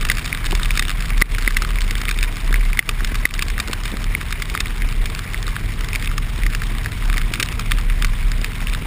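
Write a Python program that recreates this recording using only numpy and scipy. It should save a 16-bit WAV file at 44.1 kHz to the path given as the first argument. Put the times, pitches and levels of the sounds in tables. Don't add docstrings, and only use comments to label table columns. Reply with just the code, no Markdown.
import sys
import numpy as np
from scipy import signal
from scipy.io import wavfile

SR = 44100
rng = np.random.default_rng(int(sys.argv[2]) if len(sys.argv) > 2 else 0)


def store_pcm(level_fs):
    pcm = np.round(np.clip(level_fs, -1, 1) * 32767).astype(np.int16)
    wavfile.write(sys.argv[1], SR, np.atleast_2d(pcm).T)


N = 390726
WIND_DB = -29.5
# time_s [s], rise_db [dB over the steady wind]
SHORT_GUSTS = [(.529, 7), (2.508, 4.5), (3.12, 2.5), (3.698, 6), (3.94, 4.5)]


def from_db(db):
    return 10 ** (np.asarray(db) / 20)


def rms_one(x):
    return x / np.sqrt(np.mean(x ** 2) + 1e-20)


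def peak_one(x):
    return x / np.abs(x).max()


def in_time(rows):
    time_s, *columns = np.transpose(rows)
    return [np.interp(np.arange(N) / SR, time_s, column) for column in columns]


def drift(rate_hz):
    pole = np.exp(-80 * np.pi * rate_hz / SR)
    sparse = rng.standard_normal(N // 40 + 2002)
    slow = signal.lfilter([1], [1, -2 * pole, pole * pole], sparse)[2000:]
    return np.interp(np.arange(N) / 40, np.arange(len(slow)), rms_one(slow))


def resonance(x, hz, width_hz):
    pole = np.exp(-np.pi * width_hz / SR)
    top = np.array([1, 0, -1]) * (1 - pole * pole) / 2
    bottom = [1, -2 * pole * np.cos(2 * np.pi * hz / SR), pole * pole]
    return signal.lfilter(top, bottom, x + 1e-18)


def banded_noise(spectrum, patchy_db, gust_hz, flicker_hz):
    hz, db = np.transpose(spectrum)
    octaves = np.log2(hz[-1] / hz[0])
    edges = hz[0] * 2 ** np.arange(0, octaves + 1 / 3, 1 / 3)
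    out, gust = 0, drift(gust_hz)
    white = rng.standard_normal((2, N))
    for k, (low, high) in enumerate(zip(edges, edges[1:])):
        band_filter = signal.butter(2, [low, high], "band", fs=SR, output="sos")
        band = signal.sosfilt(band_filter, white[k % 2])
        level_db = np.interp(np.log(low * high) / 2, np.log(hz), db)
        out = out + band * from_db(level_db + patchy_db * (gust + 0.99 * drift(flicker_hz)))
    return rms_one(out)


def buffet():
    # time_s [s], level_db [dB]
    throb_curve = [(0, -17.5), (.15, -21), (.32, -30.5), (.6, -13), (.78, -17.5), (1.3, -18), (1.85, -18.5),
                   (2.4, -19.5), (2.67, -11.5), (2.82, -26), (3, -19.5), (4.82, -24), (5.03, -15),
                   (5.22, -35), (5.4, -21.5), (6.85, -25), (7.26, -17), (7.35, -32), (7.85, -16.5),
                   (8.45, -15.5), (8.59, -30), (8.68, -16), (8.86, -41)]
    # pitch_hz [Hz], level_db [dB per Hz]
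    wind_colour = [(24, -11.5), (50, 0), (80, -7.5), (155, -14), (340, -23.5), (430, -23), (600, -40.5),
                   (900, -35)]
    throb_hz = 32.9
    ragged_db, ragged_width_hz = -6.5, 14.7
    gust_s = 0.029

    phase = 2 * np.pi * np.cumsum(throb_hz + 2.2 * drift(3.44)) / SR
    steady = np.sqrt(2) * np.sin(phase)
    rough = resonance(rng.standard_normal(N), throb_hz, ragged_width_hz)
    ragged = rms_one(resonance(rough, throb_hz, ragged_width_hz))
    throb_db = in_time(throb_curve)[0] + 2.6 * drift(4.8)
    throb = from_db(throb_db) * (steady + from_db(ragged_db) * ragged)

    t = np.arange(N) / SR
    rises_db = sum(rise_db * np.exp(-((t - s) / gust_s) ** 2) for s, rise_db in SHORT_GUSTS)
    gust_db = WIND_DB + rises_db
    wind = from_db(gust_db) * banded_noise(wind_colour, patchy_db=1.17, gust_hz=25, flicker_hz=9.1)
    low_cut = signal.butter(4, 19, "high", fs=SR, output="sos")
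    return throb + thumps(gust_db) + signal.sosfilt(low_cut, wind)


def thumps(gust_db):
    thump_db, thumps_per_s = -14.5, 14
    born = rng.random(N) < thumps_per_s * from_db(gust_db - WIND_DB) / SR
    sizes = from_db(4.0 * np.minimum(rng.exponential(1, N), 3))
    pushes = born * sizes * rng.choice([-1, 1], N)
    pushes[[round(s * SR) for s, _ in SHORT_GUSTS]] = from_db(11.5)
    soft = signal.butter(2, [70, 330], "band", fs=SR, output="sos")
    return from_db(gust_db + thump_db) * rms_one(signal.sosfilt(soft, pushes + 1e-18))


def engine():
    # time_s [s], cycle_hz [cycles per s, one cycle is two crank turns], load_db [dB]
    speed_and_load = [(0, 22.27, -30), (1, 22.31, -30), (1.6, 21.65, -35.5), (3, 21.14, -32.5),
                      (3.6, 20.65, -38), (4.2, 20.41, -32.5), (6, 20.47, -29.5), (7, 20.92, -29),
                      (8.86, 21.24, -29)]
    # multiple [times the cycle rate], level_db [dB against the load level]
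    orders = [(1, -6), (2, 0), (3, -6), (4, -6), (5, -1.5), (6, -14), (7, -5.5), (8, -15), (9, -14),
              (10, -19), (11, -15), (12, -18)]
    cycle_hz, load_db = in_time(speed_and_load)
    phase = 2 * np.pi * np.cumsum(cycle_hz) / SR
    starts = rng.uniform(0, 2 * np.pi, len(orders))
    hum = 0
    for (multiple, level_db), start in zip(orders, starts):
        hum = hum + from_db(level_db + 1.37 * drift(3.9)) * np.sin(multiple * phase + start)
    return from_db(load_db) * hum


def large_drops():
    # time_s [s], peak_db [dB], knock_hz [Hz], splash_db [dB over the knock]
    drops = [(0.0498, -6, 1320, 13), (0.0869, -7, 2030, 15), (0.099, 4.5, 2030, -9),
             (0.1158, -1, 1720.0, 1), (0.1823, -16.5, 1710, -6), (0.2465, -11.5, 2440, -2),
             (0.276, -11, 2320, 8), (0.3275, -3.5, 2200, -16), (0.4587, -7.5, 2300, 5),
             (0.5085, -11, 2200, -1), (0.527, -11, 830, -7), (0.551, -2.5, 2060, 5),
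             (0.597, -8.5, 1500, -4), (0.657, -8.5, 2500, -2), (0.7064, -4, 2350, -10),
             (0.7734, -0.5, 2320, 8), (0.794, 2, 1950, -1), (0.8236, -4, 2020.0, 4), (0.8815, -8, 1680, 13),
             (1.1038, -8, 2280, -2), (1.1773, -9, 2350.0, 7), (1.2151, 0.5, 2035, 6), (1.22, 10, 2016, -24),
             (1.3483, -8.5, 2207, -7), (1.383, -5.5, 1610, 0), (1.4763, 4.5, 2040, -22),
             (1.5676, 2.5, 1980, -1), (1.62, -6, 1320, 3), (1.7857, -7, 2190, -12),
             (1.8063, -9.5, 2440, 20), (1.9078, -5, 2350, 28), (2.0147, -6, 1312, 6),
             (2.083, -5, 2120, -11), (2.0906, -4.5, 2420, -2), (2.1108, -6, 1880, 10),
             (2.2085, -10, 2070, 17), (2.2279, -3.5, 2500, 2), (2.368, -12.0, 2280, 13),
             (2.5418, -4, 2070, -17), (2.7305, -9.5, 2290, -10), (2.7725, -7.5, 2100, -9),
             (2.791, 10.5, 2050, -6.5), (2.8905, 2.5, 2620, 11), (3.0058, -8, 1740, -7),
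             (3.0455, -5, 2440, 13), (3.0725, -12, 2400, 10), (3.144, -10.5, 1870, 3),
             (3.1533, -7, 1980, 6), (3.2532, 9.5, 2016, -8), (3.3086, -10, 2350, -5),
             (3.3385, -7.5, 1940, 10), (3.392, -3, 2200, -1), (3.4223, -0.5, 2500, 7),
             (3.5996, -1, 2500, 18), (3.731, -3, 1230, 12), (3.854, -8, 2356, 7), (4.15, -1, 2180, -29),
             (4.3248, -7.5, 2190, 4), (4.4211, -3, 2105, -3), (4.55, -3, 1297, 3), (4.575, -5, 2130, -9),
             (4.6033, -1, 2580, 6), (4.6577, -8.5, 2200, -9), (5.0562, -5.5, 1327, 20),
             (5.1905, -8, 2500.0, 11), (5.3442, -7, 2018, -14), (5.5646, -7, 1630, -8),
             (5.7197, -19, 2300, 6), (5.8074, -10, 2400, 12), (5.8449, -12, 2090, -2),
             (5.931, -7, 2460, -5.5), (5.9505, -7, 2250, -3), (5.9577, -4, 2300, -6), (6.024, -13, 2000, 2),
             (6.045, -11, 2300, 0), (6.1793, -5, 2050.0, 8), (6.4343, -9.5, 2043, -16),
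             (6.4644, -7, 1960, -6), (6.5483, -7, 1190, 19), (6.8596, -7, 1740, -9),
             (7.1705, -7, 2056, -13), (7.1797, -8, 1980, -4), (7.337, -3.5, 2500, 0),
             (7.3555, -11, 2100, 2), (7.3981, 0, 2435, 15), (7.4264, 3.5, 2020, 5), (7.5938, -8, 1246, 5),
             (7.718, 0.5, 1915, -5), (7.7847, -12.5, 1116, 5), (8.046, -1.5, 1980.0, 3.5),
             (8.4443, -4.5, 2120, 2)]
    crack_db, crack_t60_s = 1.5, .0015
    thud_db, thud_hz, thud_t60_s = -18, 425, 0.016
    splash_t60_s, splash_swell_s = 0.0089, 0.00073
    knock_t60_s, knock_swell_s = 0.0042, 0.0009
    heavy_t60_s = 0.0037
    tail_db, tail_t60_s = -5, 0.017

    length = 2048
    out, t = np.zeros(N + length), np.arange(length) / SR
    splats = rng.standard_normal((len(drops), length))
    spreads = rng.uniform(1.0, 2.33, len(drops))
    for (s, peak_db, knock_hz, splash_db), noise, spread in zip(drops, splats, spreads):
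        heavy_s = heavy_t60_s * from_db(peak_db)
        main_fade = from_db(-60 * t / (splash_t60_s * spread + heavy_s))
        tail = from_db(tail_db - 60 * t / tail_t60_s)
        splash = noise * np.minimum(t / splash_swell_s, 1) * (main_fade + tail)
        case = shell(splash) + 0.061 * np.diff(splash, prepend=0)

        knock_fade = from_db(-60 * t / (knock_t60_s + heavy_s))
        knock = np.sin(2 * np.pi * knock_hz * t) * np.minimum(t / knock_swell_s, 1) * knock_fade
        contact = noise * from_db(-60 * t / crack_t60_s)
        crack = shell(contact) + 0.17 * np.diff(contact, prepend=0)
        thud = np.sin(2 * np.pi * thud_hz / spread * t) * from_db(thud_db - 60 * t / thud_t60_s)

        body = peak_one(peak_one(knock) + from_db(splash_db) * peak_one(case))
        tick = body + from_db(crack_db) * peak_one(crack) + thud
        at = round(s * SR)
        out[at:at + length] += from_db(peak_db) * peak_one(tick)
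    return out[:N]


def shell(x):
    # pitch_hz [Hz], width_hz [Hz], level_db [dB]
    modes = [(1172, 127, -6), (1650, 424, -4.5), (2070, 790, -1.5), (2500, 1170, -4), (3660, 165, -3.5),
             (4270, 1350, -14.5), (5730, 670, -16.5)]
    ringing = 0
    for k, (hz, width_hz, level_db) in enumerate(modes):
        ringing = ringing + (-1) ** k * from_db(level_db) * resonance(x, hz, width_hz)
    return ringing


def patter(per_s):
    sizes = from_db(8.8 * np.minimum(rng.exponential(1, N), 2.5))
    born = rng.random(N) < per_s * from_db(1.5 * drift(12)) / SR
    fade = from_db(-60 / (0.0037 * SR))
    dealt = rng.integers(0, 12, N)
    noise = rng.standard_normal(N)
    spots = 0
    for k, hz in enumerate(np.geomspace(1100, 4800, 12)):
        hits = sizes * born * (dealt == k)
        splat = noise * signal.lfilter([1], [1, -2 * fade, fade ** 2], hits + 1e-18)
        spots = spots + resonance(splat, hz, 630) + 0.9 * splat
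    return from_db(-35) * rms_one(shell(spots))


def spray(level_db):
    # pitch_hz [Hz], level_db [dB per Hz]
    spray_colour = [(600, -5.5), (880, -10.5), (1150, -1), (1400, -6.5), (2300, 0), (2900, -10.5),
                    (3600, -7), (4260, -17), (5160, -11.5), (5900, -18)]
    return from_db(level_db) * banded_noise(spray_colour, patchy_db=2.3, gust_hz=109, flicker_hz=39.0)


def scene():
    # time_s [s], drops_per_s [small drops per s], spray_db [dB]
    rain_curve = [(0, 180, -34), (3, 77, -34.5), (8.86, 74, -35)]
    drops_per_s, spray_db = in_time(rain_curve)
    return (buffet() + engine() + large_drops() + patter(drops_per_s) + spray(spray_db))[None]


def record(dry):
    duck_from_db, duck_slope, recover_db_per_s = -5, 3.7, 131
    smooth_hz, cutoff_hz = 5550, 15450

    sharp = signal.sosfilt(signal.butter(2, 300, "high", fs=SR, output="sos"), dry)
    power = signal.lfilter([.012], [1, -.988], sharp ** 2)
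    power_db = 10 * np.log10(power + 1e-12)
    duck_db = np.clip(duck_slope * (power_db - duck_from_db), 0, 13)
    ramp = recover_db_per_s * np.arange(N) / SR
    duck_db = np.maximum.accumulate(duck_db + ramp, axis=1) - ramp
    late = np.pad(duck_db, ((0, 0), (120, 0)))[:, :N]
    ducked = dry * from_db(-late)

    loud = ducked / (1 + (ducked / .74) ** 4) ** .25
    smooth = signal.sosfilt(signal.cheby1(6, .5, smooth_hz, fs=SR, output="sos"), loud)
    stream = signal.resample_poly(smooth, 40, 147, axis=1)
    held = np.repeat(stream, 4, axis=1)
    wet = signal.resample_poly(held, 147, 160, axis=1)[:, :N]
    return signal.sosfilt(signal.ellip(12, .5, 100, cutoff_hz, fs=SR, output="sos"), wet)


dry = scene()
out = record(dry)
store_pcm(out)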